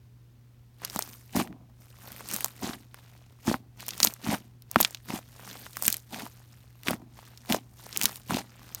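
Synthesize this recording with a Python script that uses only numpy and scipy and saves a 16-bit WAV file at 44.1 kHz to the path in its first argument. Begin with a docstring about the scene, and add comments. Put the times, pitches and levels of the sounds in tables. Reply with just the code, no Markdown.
"""Two hands knead a lump of foamy slime on a stone counter, close to a small microphone, for 8.8 s.
Mains hum, a distant rumble and soft room noise lie below throughout, and the foam ticks even at rest.
From 0.8 s squeezes burst its air pockets: hissing fizz from tiny cells, ringing pops and puffs from larger ones.
From 1 s tugs ring as low thuds; from 1.4 s fingers peel out with a wet rush and a dull settling tail.
Air hisses harshly from a pinhole at 4.8 s; short rough whistles squeak at 5.9 s."""
import sys
import numpy as np
from scipy import signal
from scipy.fft import rfft, irfft
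from scipy.io import wavfile
from scipy.ndimage import uniform_filter1d

SR = 44100
rng = np.random.default_rng(int(sys.argv[2]) if len(sys.argv) > 2 else 0)


def dump_mix(stems):
    """Bounce the given channels to the path in sys.argv[1] as a 16-bit WAV at rate SR."""
    frames = np.atleast_2d(stems).T  # one column per channel
    limited = np.clip(frames, -1, 1)  # hard clip at full scale
    pcm = np.round(limited * 32767).astype(np.int16)
    wavfile.write(sys.argv[1], SR, pcm)


def voltage_ratio(level):
    """Linear amplitude factor for a level in decibels (scalar or array-like)."""
    return 10 ** (np.asarray(level, float) / 20)


N = 388080   # samples

# fingers peeling out of the slime: start_s, hold_s, level_db, change_db over the hold,
# settle_db (level of the settling after it)
PEEL_MOVES = [(1.359, 0.052, -29.5, 1, -28), (2.632, 0.12, -31.5, -15, -42.5),
              (3.475, .08, -29.5, -11, -42.5), (4.245, 0.1, -39, 8.5, -42.5), (5.09, 0.084, -39.5, 1, -52),
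              (6.129, 0.13, -39.5, -5, -54), (6.872, .07, -32, -9.5, -35.5), (7.503, 0.061, -30, -5, -41.5),
              (8.303, 0.092, -34.5, -0.5, -45)]


def rms_one(x):
    """Scales x to rms 1."""
    return x / np.sqrt(np.mean(x ** 2) + 1e-20)


def in_time(rows):
    """Straight lines through rows of (s, values), read at every sample."""
    s, *columns = np.transpose(rows)
    return [np.interp(np.arange(N) / SR, s, c) for c in columns]


def coloured(x, spectrum):
    """Weights x by a spectrum (Hz, relative dB per Hz), straight over log frequency; rms 1."""
    hz = np.maximum(np.fft.rfftfreq(N, 1 / SR), 1)
    points = np.array(spectrum)
    gain_db = np.interp(np.log(hz), np.log(points[:, 0]), points[:, 1])
    return rms_one(irfft(rfft(x) * voltage_ratio(gain_db), N))


def drift(rate_hz):
    """Slow random wander of rms 1, mostly below rate_hz."""
    r = np.exp(-2 * np.pi * rate_hz / SR)
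    wander = signal.lfilter([1], [1, -2 * r, r * r], rng.standard_normal(N + SR))
    return rms_one(wander[SR:])   # the first second lets the filter settle


def ring(x, hz, cycles):
    """A resonance: a unit click rings about 1 high and dies 60 dB in so many cycles."""
    r = voltage_ratio(-60 * hz / (cycles * SR))
    w = 2 * np.pi * min(hz, .45 * SR) / SR
    return signal.lfilter([0, np.sin(w)], [1, -2 * r * np.cos(w), r * r], x + 1e-18)


def clicks(per_s, spread_db):
    """Random clicks of either sign, mostly small, a few large."""
    sizes = voltage_ratio(spread_db * np.minimum(rng.exponential(1, N), 4)) * rng.choice([-1, 1], N)
    return sizes * (rng.random(N) < per_s / SR)


def add(out, s, piece):
    """Lays a piece into out at s seconds."""
    at = round(s * SR)
    out[at:at + len(piece)] += piece[:N - at]


def patches(spectrum, per_s, spread_db, hiss_db, shared, patchy_db):
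    """Noise in narrow bands, each lit by its own short bursts and by shared ones, swelling unevenly; rms 1."""
    out, edges, white = 0, np.geomspace(130, 16500, 13), rng.standard_normal((2, N))
    common = np.abs(clicks(per_s, spread_db))
    for k, (low, high) in enumerate(zip(edges, edges[1:])):
        fade = np.exp(-1 / (SR * (0.00061 + 0.55 / low)))   # low bursts last longer
        own = np.abs(clicks(per_s, spread_db))
        bursts = signal.lfilter([1], [1, -fade], shared * common + own)
        band_pass = signal.butter(2, [low, high], "band", fs=SR, output="sos")
        band = signal.sosfilt(band_pass, white[k % 2])
        swell = voltage_ratio(patchy_db * drift(40))
        lit = rms_one(band * (rms_one(bursts) + voltage_ratio(hiss_db)) * swell)
        out = out + lit * np.sqrt(high - low)
    return coloured(out, spectrum)


def gesture(start, hold, rise, fall, level_db, change_db):
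    """Level in dB of one hand movement: a straight rise, a sloping hold, a straight fall."""
    fade_db = 20   # gained over one rise time, lost over one fall time
    far = 10       # rise or fall times drawn before the level stays flat
    end_db = level_db + change_db
    return in_time([(start - far * rise, level_db - far * fade_db),
                    (start, level_db),
                    (start + hold, end_db),
                    (start + hold + far * fall, end_db - far * fade_db)])[0]


def together(levels_db):
    """Levels in dB add as powers."""
    return 10 * np.log10(sum(voltage_ratio(2 * level) for level in levels_db))


def room():
    """Mains hum that wavers a little, a distant rumble as low resonant noise, and soft broad noise."""
    # mains tones: pitch_hz, level_db (rms)
    hum_tones = [(120, -55.5), (240, -77.5)]
    # colour of the room noise: frequency_hz, relative_db_per_hz
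    room_colour = [(88, -29), (150, -8), (193, -12), (235, -1.5), (270, -8), (601, -18), (3620, -25.5),
                   (7470, -29), (16000, -28.5)]
    t = np.arange(N) / SR
    waver = voltage_ratio(0.41 * drift(7.7))
    hum = sum(voltage_ratio(level_db) * np.sqrt(2) * np.sin(2 * np.pi * hz * t) for hz, level_db in hum_tones)
    rumble = ring(rng.standard_normal(N), 68, cycles=1.3)
    rumble = signal.sosfilt(signal.butter(2, 40, "high", fs=SR, output="sos"), rumble)
    soft = coloured(rng.standard_normal(N), room_colour)
    return waver * hum + voltage_ratio(-59.5) * rms_one(rumble) + voltage_ratio(-68) * soft


def pressure():
    """Fizz level below and above 6 kHz from squeezes, peels and rest; peeling out ends a squeeze."""
    # hands pressing the foam: peak_s, rise_s and fall_s (time per 20 dB), fizz_db below 6 kHz,
    # bright_db (above 6 kHz against below)
    squeezes = [(0.838, 0.036, 0.07, -42, -9.5), (0.971, 0.126, 0.28, -46.5, 3.5),
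                (1.82, 0.083, .6, -66, 1.5), (2.08, 0.2, 1.05, -51, -1.5), (2.339, 0.1, 0.12, -41, 3.5),
                (2.46, 0.28, 0.059, -48.5, 2), (2.96, 0.12, 0.74, -60.5, -6),
                (3.802, 0.036, 0.36, -50, -2.5), (3.91, 0.087, 0.41, -50.5, -5.5),
                (4.05, 0.081, 0.067, -36.5, 4), (4.801, 0.068, 0.13, -38.5, -2.5),
                (4.449, 0.2, 0.073, -64, -3.5), (5.25, 0.047, 0.18, -72, -5.5),
                (5.49, .2, 0.22, -47.5, -4.5), (5.671, 0.48, .03, -50, -0.5), (5.876, 0.17, 0.12, -43, 5),
                (5.965, .2, .04, -53.5, 3), (6.301, 0.18, 1.27, -62.5, -1), (7.173, 0.096, 0.69, -57.5, -5),
                (7.801, 0.043, 0.75, -56, 0), (8.042, 0.18, 0.11, -39.5, -2), (8.17, 0.45, 0.037, -57.5, 9),
                (8.449, 0.15, 1.5, -76.5, -5), (8.8, 0.66, .1, -52.5, -6.5)]
    let_go_lag_s, let_go_s = 0.08, 0.083   # a squeeze's fizz outlasts the next peel so long, then falls
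    peel_fizz_db, peel_fizz_follows = -33.5, 0.42   # the second in dB per dB of peel
    peel_edge_s, peel_bright_db = 0.057, -1
    rest_db, rest_bright_db = -81, -9   # the untouched foam still ticks
    parts = [(rest_db, rest_bright_db)]
    for s, rise, fall, db, bright in squeezes:
        peel_ends = [start + hold for start, hold, *_ in PEEL_MOVES if start > s]
        out_s = min(peel_ends + [N / SR])
        squeeze = gesture(s, 1e-4, rise, fall, db, 0)
        let_go = gesture(0, out_s + let_go_lag_s, 1, let_go_s, 0, 0)
        parts.append((squeeze + let_go, bright))
    for s, hold, db, change, _ in PEEL_MOVES:
        level_db = peel_fizz_db + peel_fizz_follows * db
        parts.append((gesture(s, hold, peel_edge_s, peel_edge_s, level_db, change), peel_bright_db))
    return together(db for db, _ in parts), together(db + bright for db, bright in parts)


def fizz(middle_db, treble_db):
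    """Tiny foam cells burst under pressure in many short patches of noise, on a fine hiss."""
    # colour of the fizz before its two halves are levelled: frequency_hz, relative_db_per_hz
    fizz_colour = [(88, -33.5), (150, -9.5), (179, 2.5), (422, -8), (979, -8), (3160, -10), (5910, -11.5),
                   (10600, -15), (14800, -13), (16000, -26.5)]
    cells = patches(fizz_colour, per_s=160, spread_db=4.2, hiss_db=-2.5, shared=0.9, patchy_db=2)
    middle = signal.filtfilt(*signal.butter(2, 6000, fs=SR), cells)
    return voltage_ratio(middle_db) * rms_one(middle) + voltage_ratio(treble_db) * rms_one(cells - middle)


def small_pops(middle_db, treble_db, tear_db):
    """Lesser pockets of any size burst at random, as loud as the pressure or peeling of the moment."""
    per_s = 40
    pop_db, spread_db = 11.5, 3   # above the fizz; added dB per e-fold of rarity
    air_db, peel_pop_db = -6, 9   # air above 6 kHz against pop_db; pop above the peeling rush
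    s, size, pitch, air = rng.random((round(per_s * N / SR), 4)).T
    at = (s * N).astype(int)
    over_db = pop_db - spread_db * np.log(.03 + .97 * size)
    ring_db = together([middle_db, tear_db + peel_pop_db - pop_db])[at] + over_db
    puff_db = treble_db[at] + over_db + air_db + 12 * (air - .5)
    return list(zip(at / SR, ring_db, 600 * 10 ** pitch, puff_db))


def pops(small):
    """A pocket wall snaps and rings for a cycle or two, then tears on faintly; air puffs out."""
    # listed bursting air pockets, from loud pops to faint ticks:
    # start_s, ring_db (peak), pocket_hz, air_db (escaping air)
    listed_pops = [(0.8189, -34.5, 820, -39.5), (0.8491, -10.5, 5530, -18.5), (0.8992, -20.5, 4570, -38.5),
                   (0.961, -20.5, 795, -19), (0.9914, -17, 864, -14), (1.0234, -10.5, 5830, -30),
                   (1.1333, -34.5, 3100, -38), (1.3648, -17.5, 820, -19), (1.399, -16, 900, -27.5),
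                   (1.4745, -32.5, 1400, -44.5), (1.5272, -38, 1330, -60), (1.699, -53, 686, -61.5),
                   (2.1633, -33, 2070, -35.5), (2.208, -31, 806, -37), (2.288, -35, 2840, -22.5),
                   (2.313, -32.5, 935, -20), (2.3369, -33, 1070, -15), (2.3423, -37.5, 2700, -19.5),
                   (2.3634, -29.5, 1170, -16.5), (2.4075, -21, 2480, -19), (2.4451, -22, 824, -9),
                   (2.4597, -28.5, 980, -25), (2.4826, -33, 2380, -31.5), (2.9441, -31, 1260, -34),
                   (3.4789, -17.5, 820, -41.5), (3.514, -17, 470, -32), (3.5422, -14, 1000, -37),
                   (3.865, -42, 4630, -27.5), (3.8828, -31.5, 734, -17.5), (3.8892, -21.5, 2940, -20),
                   (3.907, -16.5, 4450, -37), (3.935, -25, 3360, -38), (3.9787, -32, 3210, -27.5),
                   (4.0027, -20.5, 890, -19), (4.0024, -6, 4600, -22), (4.0302, 4, 4830, -26),
                   (4.0433, -7, 5050, -9), (4.048, -13, 900, -3.5), (4.072, -6.5, 3980, -17),
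                   (4.1382, -35, 5530, -25), (4.2656, -23.5, 990, -34.5), (4.347, -22, 1290, -32.5),
                   (4.622, -40, 4000, -41), (4.7139, -39, 730, -20), (4.7597, 0, 1004, -22.5),
                   (4.8033, -11, 780, -10.5), (4.8288, -7, 4870, -25), (4.8417, -32, 2940, -28.5),
                   (4.8486, -1, 3190, -25), (4.9083, -43, 634, -28.5), (4.9473, -19.5, 3440, -30),
                   (4.972, -34.5, 3250, -53), (5.1038, -25, 744, -43), (5.5551, -33, 870, -50.5),
                   (5.665, -29, 1180, -50.5), (5.732, -31.5, 4900, -39.5), (5.757, -33.5, 2480, -44.5),
                   (5.7696, -23, 1250, -18), (5.8242, -25.5, 790, -13.5), (5.8356, -32, 840, -21),
                   (5.8457, -32, 5460, -22), (5.8535, -20, 3380, -15.5), (5.8803, -7, 2340, -2),
                   (5.902, -21, 3050, -11.5), (5.9267, -14, 5170, -9), (5.9423, -19.5, 3000, -21),
                   (5.9681, -33.5, 3160, -23), (6.2731, -43.5, 4190, -32), (6.834, -34, 2480, -34.5),
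                   (6.8728, -16.5, 2130, -51.5), (6.884, -7, 2130, -27), (6.9083, -17.5, 582, -15.5),
                   (6.9325, -20.5, 958, -32.5), (7.019, -44, 686, -59), (7.19, -34.5, 780, -47.5),
                   (7.3751, -29, 5100, -49.5), (7.459, -42, 3500, -40.5), (7.4992, -20, 1840, -25),
                   (7.5238, -5.5, 3000, -19.5), (7.5311, -25, 1210, -19.5), (7.5462, -11.5, 644, -19),
                   (7.928, -21.5, 4100, -46), (7.9628, -17.5, 2930, -30), (7.9734, -28, 5960, -10.5),
                   (8.014, -11.5, 2530, -16), (8.0246, -25.5, 3100, -16), (8.0342, -8.5, 5670, -17),
                   (8.0412, -22.5, 2380, -13), (8.0559, -1, 4300, -6.5), (8.1583, -28, 3300, -28),
                   (8.296, -31.5, 1000, -39), (8.322, -23, 800, -38.5), (8.344, -15, 3000, -29),
                   (8.388, -27, 1020, -35), (8.7478, -15.5, 5750, -21.5)]
    rows = small + listed_pops
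    out, t = np.zeros(N), np.arange(round(.04 * SR)) / SR
    chance = rng.standard_normal((len(rows), 2, len(t)))
    hiss = signal.butter(2, [6000, 16000], "band", fs=SR, output="sos")
    for (s, pocket_db, hz, air_db), (tear, air) in zip(rows, chance):
        snap = (t == 0) + .09 * np.sqrt(hz / 5000) * tear * voltage_ratio(-60 * t / .025)
        pocket = ring(np.diff(snap, prepend=0), hz, cycles=3.5)
        pocket = ring(pocket, 1.24 * hz, cycles=0.6)
        escape = voltage_ratio(-60 * t / 0.0031) + 0.18 * voltage_ratio(-60 * t / 0.015)   # a quick puff and a weaker trail
        puff = signal.sosfilt(hiss, air * escape)
        pocket = voltage_ratio(pocket_db) * pocket / np.abs(pocket).max()
        add(out, s, pocket + voltage_ratio(air_db) * puff * np.sqrt(2))
    return out


def small_tugs(tear_db, settle_db):
    """Lesser tugs at random times, raised while skin tears free, most in a loud peel, and while settling."""
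    per_s = 55
    tug_db, follows, spread_db = -18, 2.6, 3.5   # in the loudest peel; dB per dB of peel; dB per e-fold
    s, size = rng.random((round(per_s * N / SR), 2)).T
    at = (.002 * SR + s * (N - .002 * SR)).astype(int)
    pull_db = tug_db + follows * (tear_db - tear_db.max())
    peak_db = together([pull_db, settle_db])[at] + spread_db * np.log(.03 + size)
    return list(zip(at / SR, peak_db))


def thuds(small):
    """A soft tug, one cycle long, excites a low ring; each thud's pitch is scattered a little at random."""
    # listed thuds of the lump, during peels and with some large pops: start_s, peak_db
    listed_thuds = [(0.96, -25.5), (1.354, -18.5), (1.37, -18.5), (1.398, -23), (1.502, -32), (2.642, -23),
                    (2.693, -26), (3.479, -12.5), (3.497, -17.5), (3.514, -22), (3.543, -23.5),
                    (4.03, -27.5), (4.071, -28), (4.271, -21.5), (4.289, -17), (4.332, -21.5),
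                    (4.764, -13.5), (4.809, -26.5), (5.1, -28), (5.137, -22.5), (5.879, -26),
                    (6.884, -22.5), (6.912, -22), (6.939, -27.5), (7.51, -21.5), (7.536, -24), (8.038, -29),
                    (8.296, -26), (8.32, -21.5), (8.346, -18.5), (8.389, -36)]
    # the low resonance of counter or microphone body that each thud excites, before the random scatter
    body_hz = 244.5
    rows = small + listed_thuds
    out, t = np.zeros(N), np.arange(round(.08 * SR)) / SR
    for (s, peak_db), scatter in zip(rows, rng.standard_normal(len(rows))):
        hz = body_hz * (1 + 0.08 * scatter)
        tug = np.sin(2 * np.pi * hz * t) * (t < 1 / hz)
        upper = voltage_ratio(-2.5) * ring(tug, 1.3 * hz, cycles=13.0)   # a weaker upper mode
        thud = ring(tug, hz, cycles=11.0) + upper
        add(out, s - .001, -voltage_ratio(peak_db) * thud / np.abs(thud).max())
    return out


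PEEL_FALL_S = .028   # the rush falls, and the settling rises, 20 dB in this time


def tearing():
    """Level of the peeling rush, in dB, while skin tears free."""
    rise_s = .018
    return together(gesture(s, hold, rise_s, PEEL_FALL_S, db, change)
                    for s, hold, db, change, _ in PEEL_MOVES)


def settling():
    """Level of the low wet movement, in dB, that dies away after each peel."""
    settle_s = .22
    return together(gesture(s + hold, 1e-4, PEEL_FALL_S, settle_s, db, 0)
                    for s, hold, _, _, db in PEEL_MOVES)


def peeling(tear_db, settle_db):
    """Sticky skin tears free in a dense wet rush; its low part stays on while the lump settles."""
    # colour of the peeling: frequency_hz, relative_db_per_hz
    peel_colour = [(59, -32), (100, -18), (234, -3), (502, -17.5), (736, -8.5), (1230, -18), (1360, -23),
                   (2370, -20), (12900, -27), (16000, -37.5)]
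    rush = patches(peel_colour, per_s=110, spread_db=3.0, hiss_db=0.5, shared=0.79, patchy_db=3.0)
    dull = signal.sosfilt(signal.butter(2, 1000, fs=SR, output="sos"), rush)
    return voltage_ratio(tear_db) * rush + voltage_ratio(settle_db - 14) * dull


def squeaks():
    """Air squeezed through a pinhole, a falling tone under random flutter: harsh hiss or rough whistle."""
    # pinholes: start_s, length_s, start_hz, end_hz, level_db (before the flutter),
    # roughness (scale of the noise behind the flutter, before smoothing)
    pinholes = [(4.807, .007, 9000, 5500, -20, 1.5), (4.805, .013, 14500, 12500, -19, 4.0),
                (5.8615, .005, 9000, 8300, -19, .5), (5.8655, .004, 15000, 11500, -17, 1.0)]
    out = np.zeros(N)
    for s, length, start_hz, end_hz, level_db, rough in pinholes:
        hz = np.linspace(start_hz, end_hz, round(length * SR))
        flutter = 1 + rough * uniform_filter1d(rng.standard_normal(len(hz)), size=6)
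        tone = np.sin(2 * np.pi * np.cumsum(hz) / SR)
        add(out, s, voltage_ratio(level_db) * np.hanning(len(hz)) ** .5 * flutter * tone)
    return out


def scene():
    """The hands' pressure and peeling drive every sound of the slime but its listed pops, thuds and squeaks."""
    press = pressure()
    tear_db, settle_db = tearing(), settling()
    foam = fizz(*press) + pops(small_pops(*press, tear_db))
    lump = thuds(small_tugs(tear_db, settle_db)) + peeling(tear_db, settle_db)
    return (room() + foam + lump + squeaks())[None]


def top_cut(x):
    """Nothing passes above the cut-off."""
    return signal.sosfilt(signal.butter(12, 16820, fs=SR, output="sos"), x)


def record(dry):
    """The microphone port cuts two narrow dips in the treble; the deepest bass is filtered out."""
    # dips of the port: centre_hz, width_hz, dip_db
    port_dips = [(10450, 1300, -5), (7730, 800, -2.5)]
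    for hz, width_hz, dip_db in port_dips:
        dry = dry + (voltage_ratio(dip_db) - 1) * signal.lfilter(*signal.iirpeak(hz, hz / width_hz, SR), dry)
    dry = signal.sosfilt(signal.butter(4, 48, "high", fs=SR, output="sos"), dry)
    mix = np.clip(dry, -.95, .95)
    return top_cut(mix)


dry = scene()
out = record(dry)
dump_mix(out)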